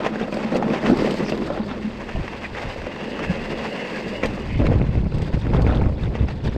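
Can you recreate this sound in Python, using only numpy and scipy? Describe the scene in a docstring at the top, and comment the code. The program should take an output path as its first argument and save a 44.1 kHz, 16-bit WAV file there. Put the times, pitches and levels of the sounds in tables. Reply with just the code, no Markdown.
"""A mountain bike freewheels down a stony dirt trail, heard from a microphone on the rider's chest.
From the start, random impacts shaped by spectra make drumming tyres, crunching grit, clacking rocks,
a rattling chain and light wind. Damped tones make stones knock; short noise bursts make the chain slap.
Bumps thud, and loose metal jingles near 1 s. From about 2 to 4.5 s the tread brushes packed dirt, with
short scrapes. Over the last two seconds filtered impacts buffet hard, with tones as puffs, and brief lulls."""
import sys
import numpy as np
from scipy import signal
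from scipy.fft import rfft, irfft
from scipy.io import wavfile
from scipy.ndimage import uniform_filter1d

SR = 44100
rng = np.random.default_rng(int(sys.argv[2]) if len(sys.argv) > 2 else 0)


def transcribe(signal):
    """Save signal, clipped to [-1, 1], as a 16-bit WAV file at the path in sys.argv[1]."""
    frames = np.atleast_2d(signal).T
    limited = np.clip(frames, -1, 1)
    pcm = np.round(limited * 32767).astype(np.int16)
    wavfile.write(sys.argv[1], SR, pcm)


N = 289725
TIME = np.arange(N) / SR


def gain_of(db):
    """Turns decibels into amplitude."""
    return 10 ** (np.asarray(db) / 20)


def evened(x):
    """Scales a sound to an rms of 1."""
    return x / np.sqrt(np.mean(x ** 2) + 1e-20)


def curve(rows, axis=1):
    """Joins one column of a timed table by straight lines, giving a value for every sample."""
    rows = np.asarray(rows)
    return np.interp(TIME, rows[:, 0], rows[:, axis])


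def add(mix, s, sound):
    """Lays a sound into the mix at time s."""
    part = mix[max(round(s * SR), 0):][:len(sound)]
    part += sound[:len(part)]


def swell(start, length, rise_s, fall_s):
    """Goes from 0 to 1 and back, with the ramps centred on the start and the end."""
    rise = (TIME - start) / rise_s
    fall = (start + length - TIME) / fall_s
    return np.clip(np.minimum(rise, fall) + .5, 0, 1)


def wobble(hz):
    """Wanders at random with an rms of 1, mostly slower than hz."""
    f = np.fft.rfftfreq(N, 1 / SR)
    spectrum = rfft(rng.standard_normal(N))
    return evened(irfft(spectrum / (1 + (f / hz) ** 4), N))


def response(points, uneven_db=0., size=4096, order=40):
    """Rings after a tap with the given spectrum, plus random peaks and dips of its own."""
    f, db = np.transpose(points)
    hz = np.fft.rfftfreq(size, 1 / SR) + 1
    ripple = rng.standard_normal(len(hz))
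    ripple = evened(uniform_filter1d(uniform_filter1d(ripple, order), order))
    rolloff_db = 14 * np.maximum(np.log2(hz / f[-1]), 0)  # falls away above the last point
    level_db = np.interp(np.log(hz), np.log(f), db) - rolloff_db + uneven_db * ripple
    log_gain = np.log(gain_of(level_db))
    # minimum phase: the ring starts at the tap, never before it
    circle = np.r_[log_gain, log_gain[-2:0:-1]]
    ring = np.fft.ifft(np.exp(np.conj(signal.hilbert(circle)))).real[:size // 2]
    return ring / np.linalg.norm(ring)


def ping(hz, decay_s, rise_s, size=4096):
    """Rings one tone that rises quickly and dies away, under an envelope that peaks at 1."""
    t = TIME[:size]
    shape = np.exp(-t / decay_s) * (1 - np.exp(-t / rise_s))
    return np.sin(2 * np.pi * hz * t) * shape / shape.max()


def impacts(per_s, spread_db):
    """Clicks at random moments, either way up, with sizes that vary by spread_db."""
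    size = gain_of(spread_db * np.minimum(rng.exponential(1, N), 4))
    chance = rng.random(N)
    return size * np.sign(chance - .5) * (abs(chance - .5) < per_s / SR / 2)


def grains(points, per_s, spread_db, uneven_db, count=10):
    """Many small impacts, shared among contact points that ring with similar colour."""
    out = np.zeros(N)
    for _ in range(count):
        clicks = impacts(per_s / count, spread_db)
        out += signal.oaconvolve(clicks, response(points, uneven_db))[:N]
    return evened(out)


def pebbles(low_hz, high_hz, cycles, per_s, spread_db, count=16):
    """Small hard things of many sizes clack; each rings for some cycles, the high ones softer."""
    out = np.zeros(N)
    for hz in np.geomspace(low_hz, high_hz, count) * rng.uniform(.96, 1.04, count):
        clicks = impacts(per_s / count, spread_db)
        out += signal.oaconvolve(clicks, ping(hz, cycles / hz, 1 / hz))[:N] / np.sqrt(hz)
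    return evened(out)


def steadied(x, span):
    """Takes out level drift slower than span seconds, leaving the quick grain."""
    window = signal.windows.hann(max(int(span * SR), 3))
    power = np.abs(signal.oaconvolve(x ** 2, window / window.sum(), "same"))
    return x / np.sqrt(power + 1e-9)


# how stony the ground is: start_s, share of loose stones against fine grit (0-1)
STONY_SHARE = [(0, 0.2), (.35, 0), (.65, 0.25), (.92, 0.14), (1.25, 0.05), (1.55, 0.74), (1.75, 0.4),
               (2, 0), (2.5, 0.16), (4.5, 0.1), (4.75, 0.33), (5.2, 0.62), (5.7, 0.7), (6.1, 0.52),
               (6.57, 0.66)]


def stony():
    """Share of loose stones under the wheels, never quite none or all."""
    return np.clip(curve(STONY_SHARE), .02, .98)


def jolts(hz):
    """Random shaking, stronger on stony ground than on packed dirt."""
    return wobble(hz) * (1.055 + 0.63 * stony())


# rough patches that shake the bike: start_s, length_s, extra_crunch_db, extra_rattle_db
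ROUGH_GROUND = [(0.195, 0.057, 8, -1), (0.318, 0.13, 6.5, 4), (0.52, 0.051, 5, 3), (0.726, 0.04, 7.5, 1),
                (0.851, 0.052, 9.5, 2), (0.985, 0.166, 4, 1), (1.225, 0.17, 5.5, 2), (2.352, 0.02, 5, -2),
                (2.438, 0.036, 7, 4.5), (2.564, 0.18, 4.5, 2.5), (3.578, 0.094, 4, 1.5),
                (4.224, 0.046, 8.5, -3), (4.65, 0.017, 8, 0), (4.947, 0.025, 5.5, 8.5),
                (5.138, 0.16, 4.5, 4.5), (5.328, 0.026, 9, 4.5), (5.423, 0.039, 7, 1),
                (5.534, 0.045, 11, 4), (5.656, 0.142, 9, 0), (5.976, 0.093, 9.5, 3), (6.134, 0.12, 6.5, 1),
                (6.276, 0.055, 7.5, 6.5), (6.442, 0.044, 8.5, 9)]
SHAKE_RISE_S, SHAKE_FALL_S = .014, .016


def shaking(axis):
    """Extra dB while the bike crosses a rough patch."""
    return sum(row[axis] * swell(row[0], row[1], SHAKE_RISE_S, SHAKE_FALL_S) for row in ROUGH_GROUND)


def wheel_load(lift_s, settle_s):
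    """The wheel goes light just before each stone, then lands and presses on the ground."""
    load = np.zeros(N)
    for s, *_ in STONE_KNOCKS:
        age = TIME - s
        lift = -.6 * np.exp(-abs(age) / lift_s)
        press = .5 * np.exp(-abs(age) / settle_s)
        load += np.where(age < 0, lift, press)
    return uniform_filter1d(np.clip(load, -1, 1), size=48)


# tyre drumming before shaking, load and jolts: start_s, level_db
DRUM_LEVEL = [(0, -26.5), (.45, -29), (.68, -20.5), (.8, -29), (.9, -18), (.99, -24.5), (1.2, -28),
              (1.62, -29), (1.8, -33), (2.35, -37.5), (2.7, -41.5), (3.15, -30), (3.75, -33), (4.4, -31),
              (4.55, -37.5)]
# colour of the tyre casing: pitch_hz, relative level_db (per Hz)
CASING_COLOUR = [(30, -18), (100, -31), (140, -2.5), (175, -3), (215, 7.5), (275, -2.5), (330, -0.5),
                 (400, -2.5), (480, -3.5), (590, -7), (700, -14.5), (1200, -22.5)]
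DRUM_SHAKE = 0.48  # share of the extra crunch that reaches the casing


def drumming(load):
    """The ground drums on the tyre casing, harder under load."""
    drum = steadied(grains(CASING_COLOUR, per_s=900, spread_db=1.5, uneven_db=0.5), 0.042)
    drum_db = curve(DRUM_LEVEL) + DRUM_SHAKE * shaking(axis=2) + 2.0 * load
    return drum * gain_of(drum_db + 2.1 * jolts(21))


# rolling before the rough patches add to it: start_s, grit_crunch_level_db, chain_rattle_level_db
ROLLING_LEVELS = [(0, -31, -55.5), (.28, -43, -55), (.5, -38.5, -55.5), (.8, -36.5, -51.5),
                  (1.05, -36, -43.5), (1.2, -42, -47.5), (1.33, -44, -51), (1.45, -39.5, -52),
                  (1.68, -42.5, -54.5), (1.85, -39.5, -54.5), (2.2, -37.5, -53.5), (2.85, -40, -53.5),
                  (3.2, -35.5, -51), (3.95, -38.5, -48.5), (4.55, -40, -53), (4.8, -42, -59),
                  (5.05, -48, -60.5), (5.65, -45.5, -55.5), (5.93, -50.5, -61.5), (6.57, -44, -58.5)]
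# colour of fine grit: pitch_hz, relative level_db (per Hz)
GRIT_COLOUR = [(200, -13), (480, 8), (700, 7.5), (1000, 7.5), (1380, 2), (1800, 4), (2150, 3.5), (2380, 0),
               (2660, 3.5), (2900, -3.5), (3200, -3), (3800, -15), (4700, -13.5), (6500, -19),
               (11000, -40.5)]
# colour of loose stones: pitch_hz, relative level_db (per Hz)
STONE_COLOUR = [(200, -34), (400, -8), (560, -5.5), (700, -13), (900, 9.5), (1250, -7), (1600, -1.5),
                (2200, -9), (3100, -6.5), (3900, -15), (8000, -61)]


def crunch(load):
    """Tyre knobs crush grit and flick loose stones, which clack; all harder under load."""
    level = gain_of(curve(ROLLING_LEVELS) + shaking(axis=2) + 2 * load)
    grit = grains(GRIT_COLOUR, per_s=1900, spread_db=1.5, uneven_db=2.5)
    grit = grit * gain_of(2.93 * jolts(19.6))
    stones = grains(STONE_COLOUR, per_s=660, spread_db=-0.5, uneven_db=8.5, count=16)
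    stones = steadied(stones, .05) * gain_of(-2.5 + 2.0 * jolts(30))
    clacks = pebbles(low_hz=741, high_hz=3670, cycles=2.3, per_s=150, spread_db=4.0, count=12)
    clacks = steadied(clacks, 0.061) * gain_of(-3.5)
    return level * (np.sqrt(1 - stony()) * grit + np.sqrt(stony()) * (stones + clacks))


# beds of larger rocks, before the wheel load: start_s, length_s, level_db
ROCKY_STRETCHES = [(0, 0.088, -31.5), (0.105, 0.93, -38.5), (0.867, 0.33, -39), (1.475, 0.14, -33),
                   (1.66, 0.086, -39), (2.63, 0.12, -42), (4.635, 0.148, -38), (5.525, 0.13, -32.5),
                   (5.679, 0.066, -29), (5.751, 0.15, -38.5)]
ROCK_RISE_S, ROCK_FALL_S = 0.014, 0.016


def rocks(load):
    """Larger rocks clack together under the wheels, each ringing at its own pitch."""
    beds = np.zeros(N)
    for s, length, db in ROCKY_STRETCHES:
        beds += gain_of(db) * swell(s, length, ROCK_RISE_S, ROCK_FALL_S)
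    clacks = pebbles(low_hz=518.4, high_hz=1745, cycles=6.9, per_s=450, spread_db=0.5, count=12)
    return steadied(clacks, 0.03) * beds * gain_of(2 * load)


# chain slaps, before a shared 3.5 dB boost: start_s, level_db
CHAIN_SLAPS = [(0.341, -31.5), (0.369, -32.5), (0.5462, -33), (0.5662, -28.5), (0.971, -31),
               (1.1077, -26.5), (1.139, -33), (1.186, -33.5), (1.296, -26.5), (4.257, -27), (5.182, -36),
               (5.219, -32.5), (5.618, -33.5), (5.752, -37)]
# colour of the chain: pitch_hz, relative level_db (per Hz)
CHAIN_COLOUR = [(800, -26.5), (2000, 6.5), (3200, 3.5), (3850, 2.5), (4800, 5), (5700, -6), (7400, -9.5),
                (8550, -9.5), (9300, -27), (10300, -28), (12000, -19.5), (14000, -34)]
LINK_HZ = 8000  # thin ring of the steel drivetrain


def chain():
    """Links chatter and tinkle as the bike shakes; the chain slaps the stay and rings briefly."""
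    chatter = grains(CHAIN_COLOUR, per_s=3200, spread_db=-0.5, uneven_db=1.0)
    chatter = chatter * gain_of(2.5 + 2.0 * jolts(26))
    tinkle = pebbles(low_hz=3230, high_hz=5580, cycles=21, per_s=290, spread_db=5.5, count=14)
    tinkle = tinkle * gain_of(-1.0) * np.sqrt(stony())
    out = (chatter + tinkle) * gain_of(curve(ROLLING_LEVELS, axis=2) + shaking(axis=3))
    t = TIME[:4096]
    # a sharp hit with a weaker, longer tail
    shape = (np.exp(-t / 0.0019) + 0.2 * np.exp(-t / 0.0088)) * (1 - np.exp(-t / 0.0019))
    for s, db in CHAIN_SLAPS:
        links = rng.standard_normal(len(t)) * shape
        slap = signal.fftconvolve(links, response(CHAIN_COLOUR, uneven_db=2.5))[:len(t)]
        ring = .06 * ping(LINK_HZ, 0.0051, 0.00044)
        add(out, s, gain_of(db + 3.5) * (slap / abs(slap).max() + ring))
    return out


# gusts: start_s, length_s, extra_pressure_db, extra_tearing_db
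WIND_GUSTS = [(0.853, 0.18, 8.5, 2), (2.148, 0.072, 16.5, 0), (2.521, 0.028, 9, 0), (2.64, 0.063, 11, 0),
              (2.777, 0.095, 8, 0), (3.267, 0.061, 11, 0), (4.244, 0.074, 7.5, 0), (4.589, 0.17, 3.5, 13.5),
              (4.755, 0.096, 4, 11), (4.89, 0.035, 8.5, 5), (4.95, 0.22, 4, 8), (5.127, 0.11, 3.5, 7),
              (5.335, 0.014, 12, 16), (5.369, 0.016, 7.5, 18), (5.444, 0.12, 3, 12.5),
              (5.523, 0.2, 6.5, 13), (5.751, 0.19, 4.5, 10.5), (6.02, 0.098, 7, 10.5),
              (6.149, 0.015, -5, 16.5), (6.201, 0.059, 11.5, 11), (6.439, 0.059, 7.5, 15),
              (6.545, .04, 3, 11.5)]
GUST_RISE_S, GUST_FALL_S = 0.0073, 0.022


def gusting(axis):
    """Extra dB while a gust passes; the largest value counts, and it never goes below 0."""
    return np.max([row[axis] * swell(row[0], row[1], GUST_RISE_S, GUST_FALL_S) for row in WIND_GUSTS], axis=0)


# air pressure on the microphone before gusts and lulls: start_s, level_db
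WIND_LEVEL = [(0, -45), (.7, -43.5), (1.4, -37.5), (2.1, -38), (2.75, -40), (3.05, -45.5), (3.4, -34.5),
              (3.62, -39), (3.75, -53), (3.96, -46), (4.08, -39), (4.42, -32.5), (4.58, -20.5),
              (5.3, -25.5), (5.7, -21.5), (6.1, -28), (6.57, -26.5)]
# colour of light wind: pitch_hz, relative level_db (per Hz)
LIGHT_WIND_COLOUR = [(4, -39), (15, -9.5), (35, -1.5), (70, -4), (110, -6.5), (200, -11)]
# colour of strong wind: pitch_hz, relative level_db (per Hz)
STRONG_WIND_COLOUR = [(4, -37), (15, -4), (30, -8), (60, 2), (105, -2.5), (150, -5), (220, -13.5),
                      (350, -28.5)]
# colour of the small eddies: pitch_hz, relative level_db (per Hz)
EDDY_COLOUR = [(60, -30.5), (150, 11), (280, 9), (500, -1), (750, -10.5), (1100, -19), (1700, -31),
               (2500, -29.5), (6000, -87)]
EDDY_DB = -15  # eddies at the microphone port against the wind, before gusts
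EXPOSED_S, EXPOSED_RISE_S = 4.45, 0.16  # the trail comes out on the open hillside


def air_lumps(colour):
    """Random pushes of air, coloured by one kind of wind."""
    clicks = impacts(per_s=1200, spread_db=2.0)
    return evened(signal.oaconvolve(clicks, response(colour))[:N])


def wind():
    """Lumps of air pressure rock the diaphragm; in the open, small eddies tear off the strongest."""
    exposed = np.clip((TIME - EXPOSED_S) / EXPOSED_RISE_S, 0, 1)
    light, strong = air_lumps(LIGHT_WIND_COLOUR), air_lumps(STRONG_WIND_COLOUR)
    lumps = steadied(np.sqrt(1 - exposed) * light + np.sqrt(exposed) * strong, 0.041)
    tearing = grains(EDDY_COLOUR, per_s=640, spread_db=4.0, uneven_db=6.5, count=8)
    tearing = steadied(tearing * (1.4 + abs(lumps)) * gain_of(2.7 * wobble(45)), 0.2)
    pressure = lumps * gain_of(gusting(axis=2))
    eddies = tearing * exposed * gain_of(EDDY_DB + gusting(axis=3))
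    return gain_of(curve(WIND_LEVEL)) * (pressure + eddies)


# stones striking wheel and frame; the hollow level is before a shared 3 dB cut:
# start_s, hollow_level_db, hollow_pitch_hz, clack_pitch_hz, clack_level_db
STONE_KNOCKS = [(0.047, -20, 615, 1430, -22), (0.063, -9.5, 483, 1360, -24), (0.157, -17, 440, 1580, -24),
                (0.197, -31, 450, 1610, -24), (0.212, -12, 430, 1450, -26), (0.281, -19, 590, 1310, -27),
                (0.326, -13.5, 540, 2480, -23.5), (0.3693, -13.5, 607, 2870, -41),
                (0.5214, -14.5, 523, 1470, -31), (0.541, -12, 550, 1330, -29), (0.5561, -8, 528, 2700, -26),
                (0.625, -9, 800, 1200, -20.5), (0.642, -16, 484, 1490, -30), (0.68, -23, 450, 1950, -26),
                (0.7016, -32, 704, 2500, -24), (0.739, -17, 580, 2700, -30), (0.838, -16, 557, 2540, -27),
                (0.8996, -10.5, 634, 2580, -28), (1.0199, -9, 440, 1750, -28), (1.046, -10, 482, 1300, -33),
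                (1.073, -10, 606, 2340, -29), (1.142, -14.5, 550, 2240, -29),
                (1.263, -40, 600, 2500, -24.5), (1.3214, -15, 610, 2720, -20),
                (1.5019, -10, 555, 1280, -24), (1.5738, -17, 587, 1240, -29), (1.712, -28, 517, 1370, -23),
                (2.09, -35, 640, 1510, -24), (2.159, -18, 650, 2850, -29), (2.2789, -36, 910, 1910, -21.5),
                (2.5491, -28, 1220, 1960, -23), (2.7604, -19, 564, 2670, -42), (2.817, -23, 620, 1700, -27),
                (2.868, -16, 543, 2580, -37), (3.191, -21, 520, 1250, -22), (4.234, -7, 487, 1990, -16),
                (4.2514, -12, 490, 2100, -35), (4.6165, -17, 564, 1000, -25),
                (4.668, -15.5, 490, 2280, -22), (4.7148, -11.5, 475, 1560, -30),
                (5.066, -23, 620, 1300, -39), (5.121, -23, 450, 1400, -31), (5.276, -23.5, 560, 1000, -36),
                (5.372, -27, 453, 1410, -37), (5.467, -23, 530, 1410, -26), (5.5344, -14, 900, 1300, -25),
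                (5.565, -17, 536, 1450, -34), (5.671, -14, 452, 1340, -26), (5.7, -30, 600, 1600, -25),
                (5.7223, -14, 720, 1360, -31), (5.816, -16, 830, 1270, -30), (5.857, -22, 694, 1500, -32),
                (5.894, -22, 520, 1300, -33.5), (6.152, -21, 457, 900, -31.5),
                (6.2846, -23.5, 720, 1400, -26)]
# a stone rocks back and touches again; each stone varies the delay by 0.7 to 1.4 times
REBOUND_S, REBOUND_DB = .007, -9.5


def knocks():
    """A stone gives a hollow knock over a duller thump, a clack and a spray of grit, then rebounds."""
    out, t = np.zeros(N), TIME[:4096]
    shape = (np.exp(-t / 0.0033) + 0.13 * np.exp(-t / 0.0084)) * (1 - np.exp(-t * 1000))
    variety = 2 ** rng.uniform(-.5, 0.506, (len(STONE_KNOCKS), 2))  # ring length, rebound delay
    for row, (ring, delay) in zip(STONE_KNOCKS, variety):
        s, hollow_db, hollow_hz, clack_hz, clack_db = row
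        scrape = rng.standard_normal(len(t)) * shape
        spray = signal.fftconvolve(scrape, response(GRIT_COLOUR))[:len(t)]
        clack = .7 * ping(clack_hz, .0017 * ring, .0007) + .8 * spray / abs(spray).max()
        thump = .4 * ping(.58 * hollow_hz, 2 * ring / hollow_hz, .001)
        hollow = ping(hollow_hz, 1.5 * ring / hollow_hz, .001) + thump
        knock = gain_of(hollow_db - 3.0) * hollow + gain_of(clack_db) * clack
        add(out, s, knock)
        add(out, s + REBOUND_S * delay, gain_of(REBOUND_DB) * knock)
    return out


# chips of stone cracking out from under the tyres: start_s, peak_level_db
STONE_SNAPS = [(0.067, -30), (0.558, -21), (.5646, -20), (.8624, -20), (0.8886, -24), (1.0646, -20),
               (1.0855, -28), (1.3543, -25), (1.377, -22), (4.561, -29), (4.592, -30), (4.6684, -16)]
# colour of a cracking chip: pitch_hz, relative level_db (per Hz)
CRACK_COLOUR = [(300, -7), (1000, 0), (2400, -11), (4000, -6), (6000, -23), (8500, -32)]


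def snaps():
    """A pinched chip of stone cracks out from under the tyre."""
    out = np.zeros(N)
    for s, db in STONE_SNAPS:
        crack = response(CRACK_COLOUR, uneven_db=5)
        add(out, s, gain_of(db) * crack / abs(crack).max())
    return out


# bumps thudding through tyres and suspension, before a shared 3 dB cut: start_s, level_db, pitch_hz
BUMP_THUDS = [(0.446, -14, 222), (0.904, -10, 241), (0.915, -4, 250), (0.926, -6, 346), (0.942, -20, 233),
              (1.018, -13, 305), (1.398, -21, 277), (1.596, -13.5, 215), (1.712, -17.5, 237),
              (1.844, -15, 214), (1.872, -18, 218), (2.164, -19, 101), (3.293, -11.5, 185)]


def bumps():
    """The tyre is pushed in and rings for a few cycles."""
    out, t = np.zeros(N), TIME[:4096]
    for s, db, hz in BUMP_THUDS:
        age = t * hz / 1.5
        push = age * np.exp(1 - age)
        add(out, s, gain_of(db - 3.0) * push * np.sin(2 * np.pi * hz * t))
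    return out


# loose metal parts jingling: start_s, length_s, level_db, pitch_hz
METAL_JINGLES = [(0.988, 0.023, -45, 5040), (1.248, 0.06, -45, 5260)]
JINGLE_SPREAD, JINGLE_RISE_S, JINGLE_FALL_S = 1.09, .006, 0.022  # spread: pitch ratio either side


def jingles():
    """Loose metal parts buzz briefly, each around its own pitch."""
    out = np.zeros(N)
    for s, length, db, hz in METAL_JINGLES:
        low_hz, high_hz = hz / JINGLE_SPREAD, hz * JINGLE_SPREAD
        buzz = pebbles(low_hz, high_hz, cycles=7.5, per_s=530, spread_db=-2.0, count=5)
        out += gain_of(db) * swell(s, length, JINGLE_RISE_S, JINGLE_FALL_S) * buzz
    return out


# brushing of the tread on packed dirt: start_s, level_db
PACKED_DIRT_LEVEL = [(1.7, -65), (2.1, -40.5), (2.5, -42), (2.95, -38), (3.3, -33.5), (3.85, -33),
                     (4.15, -34.5), (4.42, -42.5), (4.9, -85.5)]
# colour of the tread on packed dirt: pitch_hz, relative level_db (per Hz)
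TREAD_COLOUR = [(250, -19), (430, 8.5), (480, 10.5), (600, 9), (680, -2.5), (900, -3.5), (1360, -20.5),
                (1700, 0), (2120, -0.5), (2380, -18), (2560, -1), (2690, 0.5), (2830, -0.5), (3020, -22),
                (3300, -12), (3700, -29), (4600, -18.5), (5300, -31), (5800, -37)]


def tread(count=3):
    """Rows of knobs brush the dirt and ring in narrow bands, drifting and swelling as the tyre flexes."""
    out = np.zeros(N)
    for _ in range(count):
        brush = grains(TREAD_COLOUR, per_s=1000, spread_db=1.5, uneven_db=4.0, count=2)
        flexed = TIME + np.cumsum(.025 * wobble(7)) / SR  # uneven time bends the pitch
        out += np.interp(flexed, TIME, brush) * gain_of(3.3 * wobble(17))
    return evened(out) * gain_of(curve(PACKED_DIRT_LEVEL))


# the tyre scrapes sideways over grit: start_s, length_s, level_db, pitch_hz
TYRE_SCRAPES = [(2.442, 0.023, -31.5, 2150), (3.93, .06, -37.5, 2050), (4.48, 0.14, -40.5, 2400)]
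SCRAPE_SPREAD, SCRAPE_EDGE_S = 1.2, 0.02  # pitch ratio either side; rise and fall time


def scrapes():
    """Grit slides under the knobs: a dense, bright rasp gathered around one pitch."""
    out = np.zeros(N)
    for s, length, db, hz in TYRE_SCRAPES:
        low_hz, high_hz = hz / SCRAPE_SPREAD, hz * SCRAPE_SPREAD
        rasp = pebbles(low_hz, high_hz, cycles=5, per_s=900, spread_db=1.5, count=5)
        out += gain_of(db) * swell(s, length, SCRAPE_EDGE_S, SCRAPE_EDGE_S) * rasp
    return out


# single hard puffs on the microphone: start_s, level_db (of the main push), pitch_hz
AIR_PUFFS = [(4.557, -15, 61.4), (4.704, -9, 108), (4.759, -6, 95), (4.972, -10.5, 70.5), (5.031, -16, 89),
             (5.145, -11.5, 90), (5.227, -10, 121), (5.34, -12.5, 59.4), (5.548, -7, 120), (5.778, -8, 108),
             (5.82, -6, 98), (5.865, -8, 106), (6.212, -18, 93), (6.448, -11, 65)]


def puffs():
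    """A lump of air hits the microphone port: a quick push and rebound, with a weaker, higher one."""
    out = np.zeros(N)
    for s, db, hz in AIR_PUFFS:
        push = ping(hz, 0.48 / hz, 0.093 / hz)
        flutter = .3 * ping(3.23 * hz, 0.37 / hz, 0.057 / hz)
        add(out, s, gain_of(db) * (push + flutter))
    return out


# lulls between buffets: start_s, length_s, wind_change_db
WIND_LULLS = [(4.904, .026, -8.5), (5.078, 0.057, -7), (5.304, 0.032, -10), (5.396, 0.029, -3.5),
              (6.388, 0.036, -5)]
LULL_EDGE_S = 0.01


def lulls():
    """Amplitude of the wind: it drops away briefly between buffets."""
    return gain_of(sum(db * swell(s, length, LULL_EDGE_S, LULL_EDGE_S) for s, length, db in WIND_LULLS))


def scene():
    """Bike and wind, all close to one microphone."""
    load = wheel_load(lift_s=0.016, settle_s=0.0054)
    tyres = drumming(load) + crunch(load) + rocks(load) + tread() + scrapes()
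    bike = tyres + chain() + knocks() + snaps() + bumps() + jingles()
    return (bike + wind() * lulls() + puffs())[None]


EDGE_HZ = 15300  # top of the microphone's range


def record(dry):
    """Softens both ends and takes away the treble above the band limit."""
    dry = dry * signal.windows.tukey(N, .001)
    low_pass = signal.firwin(511, EDGE_HZ, window=("kaiser", 9), fs=SR)
    return signal.oaconvolve(dry, low_pass[None], "same")


dry = scene()
out = record(dry)
transcribe(out)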